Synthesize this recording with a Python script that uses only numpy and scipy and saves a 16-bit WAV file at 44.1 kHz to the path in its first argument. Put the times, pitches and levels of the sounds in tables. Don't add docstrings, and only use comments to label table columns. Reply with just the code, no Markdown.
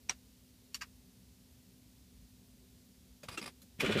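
import sys
import numpy as np
from scipy import signal
from scipy.fft import rfft, irfft
from scipy.io import wavfile
from scipy.ndimage import uniform_filter1d

SR = 44100
rng = np.random.default_rng(int(sys.argv[2]) if len(sys.argv) > 2 else 0)


def nominal_scale(level):
    x = np.asarray(level, float) / 20
    return 10 ** x


def dump_mix(stems):
    frames = np.atleast_2d(stems).T
    limited = np.clip(frames, -1, 1)
    pcm = np.round(limited * 32767).astype(np.int16)
    wavfile.write(sys.argv[1], SR, pcm)


N = 176400


def colour(points, size=N):
    hz, db = np.array(points, float).T
    log_f = np.log(np.arange(size // 2 + 1) * SR / size + 1)
    gain = nominal_scale(np.interp(log_f, np.log(hz), db, left=-90))
    x = irfft(rfft(rng.standard_normal(size)) * gain, size)
    return x / x.std()


def ring(x, body):
    return sum(nominal_scale(db) * signal.lfilter(*signal.iirpeak(hz, hz / width, SR), x) for hz, width, db in body)


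def walk(rate, size=N):
    k = int(SR / rate)
    x = np.repeat(rng.standard_normal(size // k + 1), k)
    x = uniform_filter1d(uniform_filter1d(x, k), k)[:size]
    return x / x.std()


def pushes(rows):
    width_s = 0.00059
    t = np.arange(N) / SR
    return sum(nominal_scale(db) * np.exp(-((t - s) / width_s) ** 2) for s, db in rows)


def contact(hits, body, tone, broad_db, grit_db, wet_db):
    cabin_t60_s, mode_grit, wander = .08, .55, .42
    first, size = int((hits[0][0] - .04) * SR), 20480
    t = (first + np.arange(size)) / SR
    env = 0
    for s, db, rise, t60 in hits:
        env = env + nominal_scale(db) * np.exp(np.where(t < s, (t - s) / rise, np.log(1000) * (s - t) / t60))

    modes = 0
    for hz, width, db in body:
        level = nominal_scale(db + mode_grit * grit_db * walk(200, size))
        pitch = hz + wander * width * walk(400, size)
        modes = modes + level * np.sin(2 * np.pi * np.cumsum(pitch) / SR)
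    modes = modes / modes.std() * (env / env.max()) ** .35
    crack = nominal_scale(broad_db + grit_db / 2 * walk(500, size)) * colour(tone, size)

    fade = np.exp(-np.log(1e6) / cabin_t60_s / SR)
    tail = np.sqrt(signal.lfilter([1 - fade], [1, -fade], env ** 2))
    burst = (modes + crack) * env + nominal_scale(wet_db) * tail * colour(tone, size)
    return np.pad(burst, (first, N))[:N]


# f/Hz, density level/dB
HISS_TONE = [(350, -9.5), (600, -1.5), (831, -5.5), (926, -5.5), (1230, -9.5), (4400, -2.5), (7880, -5.5),
             (14100, -6.5), (15300, -7)]


def hiss():
    return nominal_scale(-67.5) * colour(HISS_TONE)


# f/Hz, rms level/dB
HUM_LINES = [(251.2, -68), (230, -76.5), (527, -87)]


def hum():
    t = np.arange(N) / SR
    lines = 0
    for hz, db in HUM_LINES:
        level = nominal_scale(db + 1.5 + 0.76 * walk(6.12))
        lines = lines + level * np.sin(2 * np.pi * hz * t + 0.2 * walk(2.2))
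    return lines


# f/Hz, density level/dB
RUMBLE_TONE = [(25, -53), (55, -1.5), (95, -1), (140, -13.5), (185, 1), (225, -15.5), (380, -15.5),
               (700, -47)]


def rumble():
    level_db, swell_db, flicker_db = -55.5, 1.8, .8
    base, bumps = colour(RUMBLE_TONE), walk(41)
    total = 0
    for hz in 30 * 2. ** np.arange(6):
        edges = [hz / 2 ** .5, hz * 2 ** .5]
        octave = signal.sosfilt(signal.butter(2, edges, "band", fs=SR, output="sos"), base)
        total = total + nominal_scale(swell_db * bumps * min(100 / hz, 1) + flicker_db * walk(20)) * octave
    return nominal_scale(level_db) * total


# t/s, level/dB, rise/s, T60/s
SNAP_HITS = [
    (.0895, -48, .0005, .06),
    (.0954, -25, .0006, .022),
    (.0966, -30, .0004, .01),
    (.102, -41, .001, .045),
    (.112, -52, .002, .09),
]
# f/Hz, width/Hz, level/dB
SNAP_MODES = [(2500, 270, -0.5), (5700, 130, 5.5), (7800, 540, -12)]
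# f/Hz, density level/dB
SNAP_CRACK = [(150, -6.5), (500, -4.5), (1000, -2.5), (2400, -2), (5700, -6), (8500, -10.5), (9800, -20),
              (15000, -33)]


def snap():
    return contact(SNAP_HITS, SNAP_MODES, SNAP_CRACK, -7.5, 1.3, -8.0)


# t/s, level/dB, rise/s, T60/s
CLOSE_HITS = [
    (.737, -60, .003, .03),
    (.7447, -34, .0003, .045),
    (.752, -44, .001, .045),
]
OPEN_HITS = [
    (.8105, -48.5, 0.00069, 0.042),
    (.8155, -42.5, 0.0015, 0.036),
    (.821, -41.5, 0.0013, 0.05),
    (.832, -54, .001, .05),
]
# f/Hz, width/Hz, level/dB
CLOSE_MODES = [(1100, 144, -13), (2823, 180, -5), (4520, 210, 2), (5600, 220, -0.5), (7080, 260, -3.5),
               (12070, 380, -9)]
OPEN_MODES = [(1130, 80, -4.5), (1610, 50, 0.5), (1937, 46, -6), (2470, 60, -9), (2750, 130, -3),
              (4760, 205, -2), (5250, 200, -5), (6000, 220, -8), (6770, 100, -9), (7150, 100, -12)]
# f/Hz, density level/dB
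CLOSE_CRACK = [(600, -35), (1100, -5), (2800, -2), (3600, -4), (5000, -3.5), (8500, -7), (9500, -10),
               (15000, -14)]
OPEN_CRACK = [(600, -21.5), (1000, -3), (2700, -3), (3600, -13.5), (5000, -8), (7500, -17.5),
              (15000, -23.5)]


def relay():
    closing = contact(CLOSE_HITS, CLOSE_MODES, CLOSE_CRACK, -8.5, 1.8, -8)
    return closing + contact(OPEN_HITS, OPEN_MODES, OPEN_CRACK, -3, 1.5, -6)


# t/s, level/dB, rise/s, T60/s
TICK_HITS = [
    (3.2335, -49, 0.0012, 0.049),
    (3.243, -58.5, 0.0033, 0.12),
]
DETENT_HITS = [
    (3.2875, -38.5, 0.0019, 0.03),
    (3.294, -48, .001, 0.027),
    (3.303, -53, 0.0014, 0.038),
]
CLACK_HITS = [
    (3.3765, -37.5, 0.0026, 0.045),
    (3.381, -39, .001, 0.026),
    (3.386, -45, 0.0015, 0.028),
    (3.395, -45.5, 0.002, 0.028),
]
# f/Hz, width/Hz, level/dB
TICK_MODES = [(567, 50, -4.5), (2483, 89, -9), (4780, 310, -10), (6680, 77, -11)]
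DETENT_MODES = [(984, 51, -5), (1190, 72, 2), (2170, 58, -17), (2450, 106, -8), (3420, 69, -9),
                (3890, 80, -3.5), (4650, 240, -6), (5200, 170, -8), (7600, 300, -12), (10800, 300, -11)]
CLACK_MODES = [(1220, 100, -3), (2684, 74, 2.5), (3270, 60, -8), (3690, 65, -10.5), (4200, 72, -9),
               (5600, 130, -11), (6140, 88, -13), (7500, 200, -10), (8360, 100, -13)]
# f/Hz, density level/dB
TICK_CRACK = [(400, -2), (1500, -9), (2500, -9.5), (7000, -15), (15000, -23)]
DETENT_CRACK = [(250, -8), (750, -6), (1100, -3), (2700, -3.5), (5000, -11), (8000, -17.5), (15000, -24)]
CLACK_CRACK = [(250, 2), (750, -11.5), (1200, -7), (2700, -3.5), (5000, -11.5), (8000, -12), (9500, -19),
               (15000, -26)]


def lock_barrel():
    ticks = contact(TICK_HITS, TICK_MODES, TICK_CRACK, -1.5, 1.8, -4)
    detents = contact(DETENT_HITS, DETENT_MODES, DETENT_CRACK, -4.5, 2.5, -5.5)
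    return ticks + detents + contact(CLACK_HITS, CLACK_MODES, CLACK_CRACK, -6.5, 1.8, -6.5)


# t/s, level/dB, rise/s, T60/s
SCRAPE_HITS = [(3.316, -51.5, 0.0033, 0.055), (3.33, -50.5, 0.0061, 0.066), (3.346, -51, .005, 0.089),
               (3.416, -45, 0.0017, 0.032), (3.427, -44.5, 0.0028, 0.049), (3.443, -44.5, 0.0027, 0.025),
               (3.461, -42, 0.0023, 0.058), (3.479, -46.5, 0.0037, 0.048), (3.497, -59, .003, 0.028)]
# f/Hz, width/Hz, level/dB
SCRAPE_MODES = [(1010, 60, -9), (1170, 58, -2.5), (1700, 86, -14), (2140, 53, -3), (2480, 61, 1.5),
                (4700, 100, -9), (4910, 160, 1), (5380, 160, -5), (8310, 120, -13), (8800, 100, -19),
                (10500, 100, -11), (11100, 100, -10)]
# f/Hz, density level/dB
SCRAPE_FRICTION = [(150, 5), (700, -2.5), (2400, -4.5), (5000, -6.5), (6600, -15.5), (8500, -9.5),
                   (11000, -15), (15000, -27)]


def key_scrape():
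    return contact(SCRAPE_HITS, SCRAPE_MODES, SCRAPE_FRICTION, -3, 3.5, -5.5)


# t/s, level/dB, rise/s, T60/s
JINGLE_HITS = [
    (3.618, -59.5, 0.00049, 0.082),
]
# f/Hz, width/Hz, level/dB
JINGLE_MODES = [(1340, 50, -7), (2440, 50, -5), (3490, 80, -4), (4110, 40, -2), (6850, 40, -1),
                (8940, 40, -6), (11300, 58, -1), (15000, 70, -5)]
# f/Hz, density level/dB
JINGLE_CRACK = [(900, -12), (1400, -3), (4000, -3), (7000, -1), (9000, -6), (11500, 2), (15000, -13.5)]


def key_ring():
    return contact(JINGLE_HITS, JINGLE_MODES, JINGLE_CRACK, 0.5, 2.8, -1.5)


# t/s, level/dB, f/Hz
COLUMN_THUDS = [(3.236, -51.5, 570), (3.236, -56.5, 150), (3.258, -59, 193), (3.288, -55, 520),
                (3.288, -53, 89), (3.329, -57.5, 110), (3.379, -50.5, 263), (3.381, -48, 423),
                (3.395, -52, 330), (3.414, -53.5, 206), (3.429, -56, 217), (3.465, -57, 412),
                (3.46, -54, 590), (3.631, -65.5, 562), (3.79, -50, 145), (3.847, -44, 95),
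                (3.838, -41, 210), (3.898, -38, 400), (3.866, -38, 300), (3.882, -40, 200),
                (3.91, -39, 445), (3.933, -45, 105), (3.952, -44.5, 125), (3.975, -45, 208)]


def column():
    width_hz = 67
    total = 0
    for s, db, hz in COLUMN_THUDS:
        thud = ring(pushes([(s, db + 22)]), [(hz, width_hz, 0)])
        total = total + ring(thud, [(hz, 2 * width_hz, 0)])
    return total


# t/s, level/dB, rise/s, T60/s
SOLENOID_HITS = [
    (3.787, -69, 0.0021, .05),
    (3.8, -47.5, 0.0013, 0.043),
    (3.807, -34.5, 0.0043, 0.1),
]
# f/Hz, width/Hz, level/dB
SOLENOID_MODES = [(1450, 110, -5.5), (2480, 204, 2), (3420, 150, -3), (4150, 200, -10), (5500, 310, -10),
                  (12200, 260, -26), (13300, 300, -20)]
# f/Hz, density level/dB
SOLENOID_CRACK = [(150, -4.5), (1000, -8), (2500, 3), (4000, -9), (8000, -16.5), (15000, -23.5)]


def solenoid():
    return contact(SOLENOID_HITS, SOLENOID_MODES, SOLENOID_CRACK, 1.7, 1.0, -1)


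def heave():
    start_s, hz, rise_s = 3.985, 62.6, 0.015
    t = np.arange(N) / SR - start_s
    return nominal_scale(-31.5) * np.clip(t / rise_s, 0, 1) * np.sin(2 * np.pi * hz * t)


# f/Hz, width/Hz, level/dB
PANEL_MODES = [(106, 8.9, 0.5), (170, 18, -11), (212.5, 22, 8), (300, 62, -10), (400, 100, 0), (454, 24, 4),
               (520, 43, -4)]


def panels(force):
    return ring(force, PANEL_MODES)


def engaged():
    start_s, rise_s = 3.81, 0.019
    return np.clip((np.arange(N) / SR - start_s) / rise_s, 0, 1)


def motor_grind():
    grind = panels(rng.standard_normal(N) * nominal_scale(1.0 * walk(60)))
    return engaged() * nominal_scale(-40) * grind / grind.std()


# t/s, level/dB, rise/s, T60/s
MESH_HITS = [(3.849, -34.5, 0.0056, 0.062), (3.864, -34, 0.003, 0.06), (3.879, -41.5, .004, .05),
             (3.896, -44, .002, .04), (3.911, -36, .002, 0.069), (3.924, -34.5, 0.002, 0.074),
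             (3.942, -41.5, 0.003, 0.06), (3.96, -48, .003, .04), (3.975, -35.5, 0.002, 0.06),
             (3.99, -34, 0.004, .06), (3.998, -42, .002, .04)]
# f/Hz, width/Hz, level/dB
MESH_MODES = [(1220, 60, -6.5), (1453, 78, -1.5), (2190, 81, -5), (2416, 127, 3.5), (2840, 58, -9),
              (2983, 70, -1), (3180, 53, -12), (3420, 60, -2.5), (4100, 160, -9), (5510, 200, -14)]
# f/Hz, density level/dB
MESH_FRICTION = [(500, -25), (900, -11), (1500, -1.5), (2500, -1.5), (3500, -3), (5800, -16.5),
                 (7700, -14.5), (15000, -31)]


def gear_mesh():
    whine_top_hz, whine_db = 3900, -42
    whine = signal.lfilter(*signal.butter(4, whine_top_hz, fs=SR), colour(MESH_FRICTION))
    whine = whine * nominal_scale(whine_db + 2.2 * walk(150))
    return contact(MESH_HITS, MESH_MODES, MESH_FRICTION, -6, 4.1, -8.5) + engaged() * whine


# t/s, level/dB
TOOTH_KNOCKS = [(3.792, -51), (3.8285, -35), (3.8355, -28), (3.8433, -29), (3.851, -36), (3.877, -39),
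                (3.8928, -32), (3.8978, -30), (3.9055, -30), (3.915, -36), (3.9545, -32), (3.9612, -25),
                (3.969, -27), (3.9745, -34), (3.983, -35)]


def tooth_knocks():
    case_hz, case_width_hz, panel_db = 383, 160, -1.5
    push = pushes(TOOTH_KNOCKS)
    case = ring(push, [(case_hz, case_width_hz, 0)])
    return nominal_scale(6.5) * (case + nominal_scale(panel_db) * panels(push))


def starter():
    return solenoid() + heave() + motor_grind() + gear_mesh() + tooth_knocks()


def scene():
    background = hiss() + hum() + rumble()
    key = lock_barrel() + key_scrape() + key_ring()
    return (background + snap() + relay() + key + column() + starter())[None]


def low_pass(x):
    return signal.sosfilt(signal.butter(12, 15470, fs=SR, output="sos"), x)


def record(dry):
    top_hz = 15330
    mix = signal.sosfilt(signal.ellip(10, .3, 60, top_hz, fs=SR, output="sos"), dry)
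    return low_pass(mix)


dry = scene()
out = record(dry)
dump_mix(out)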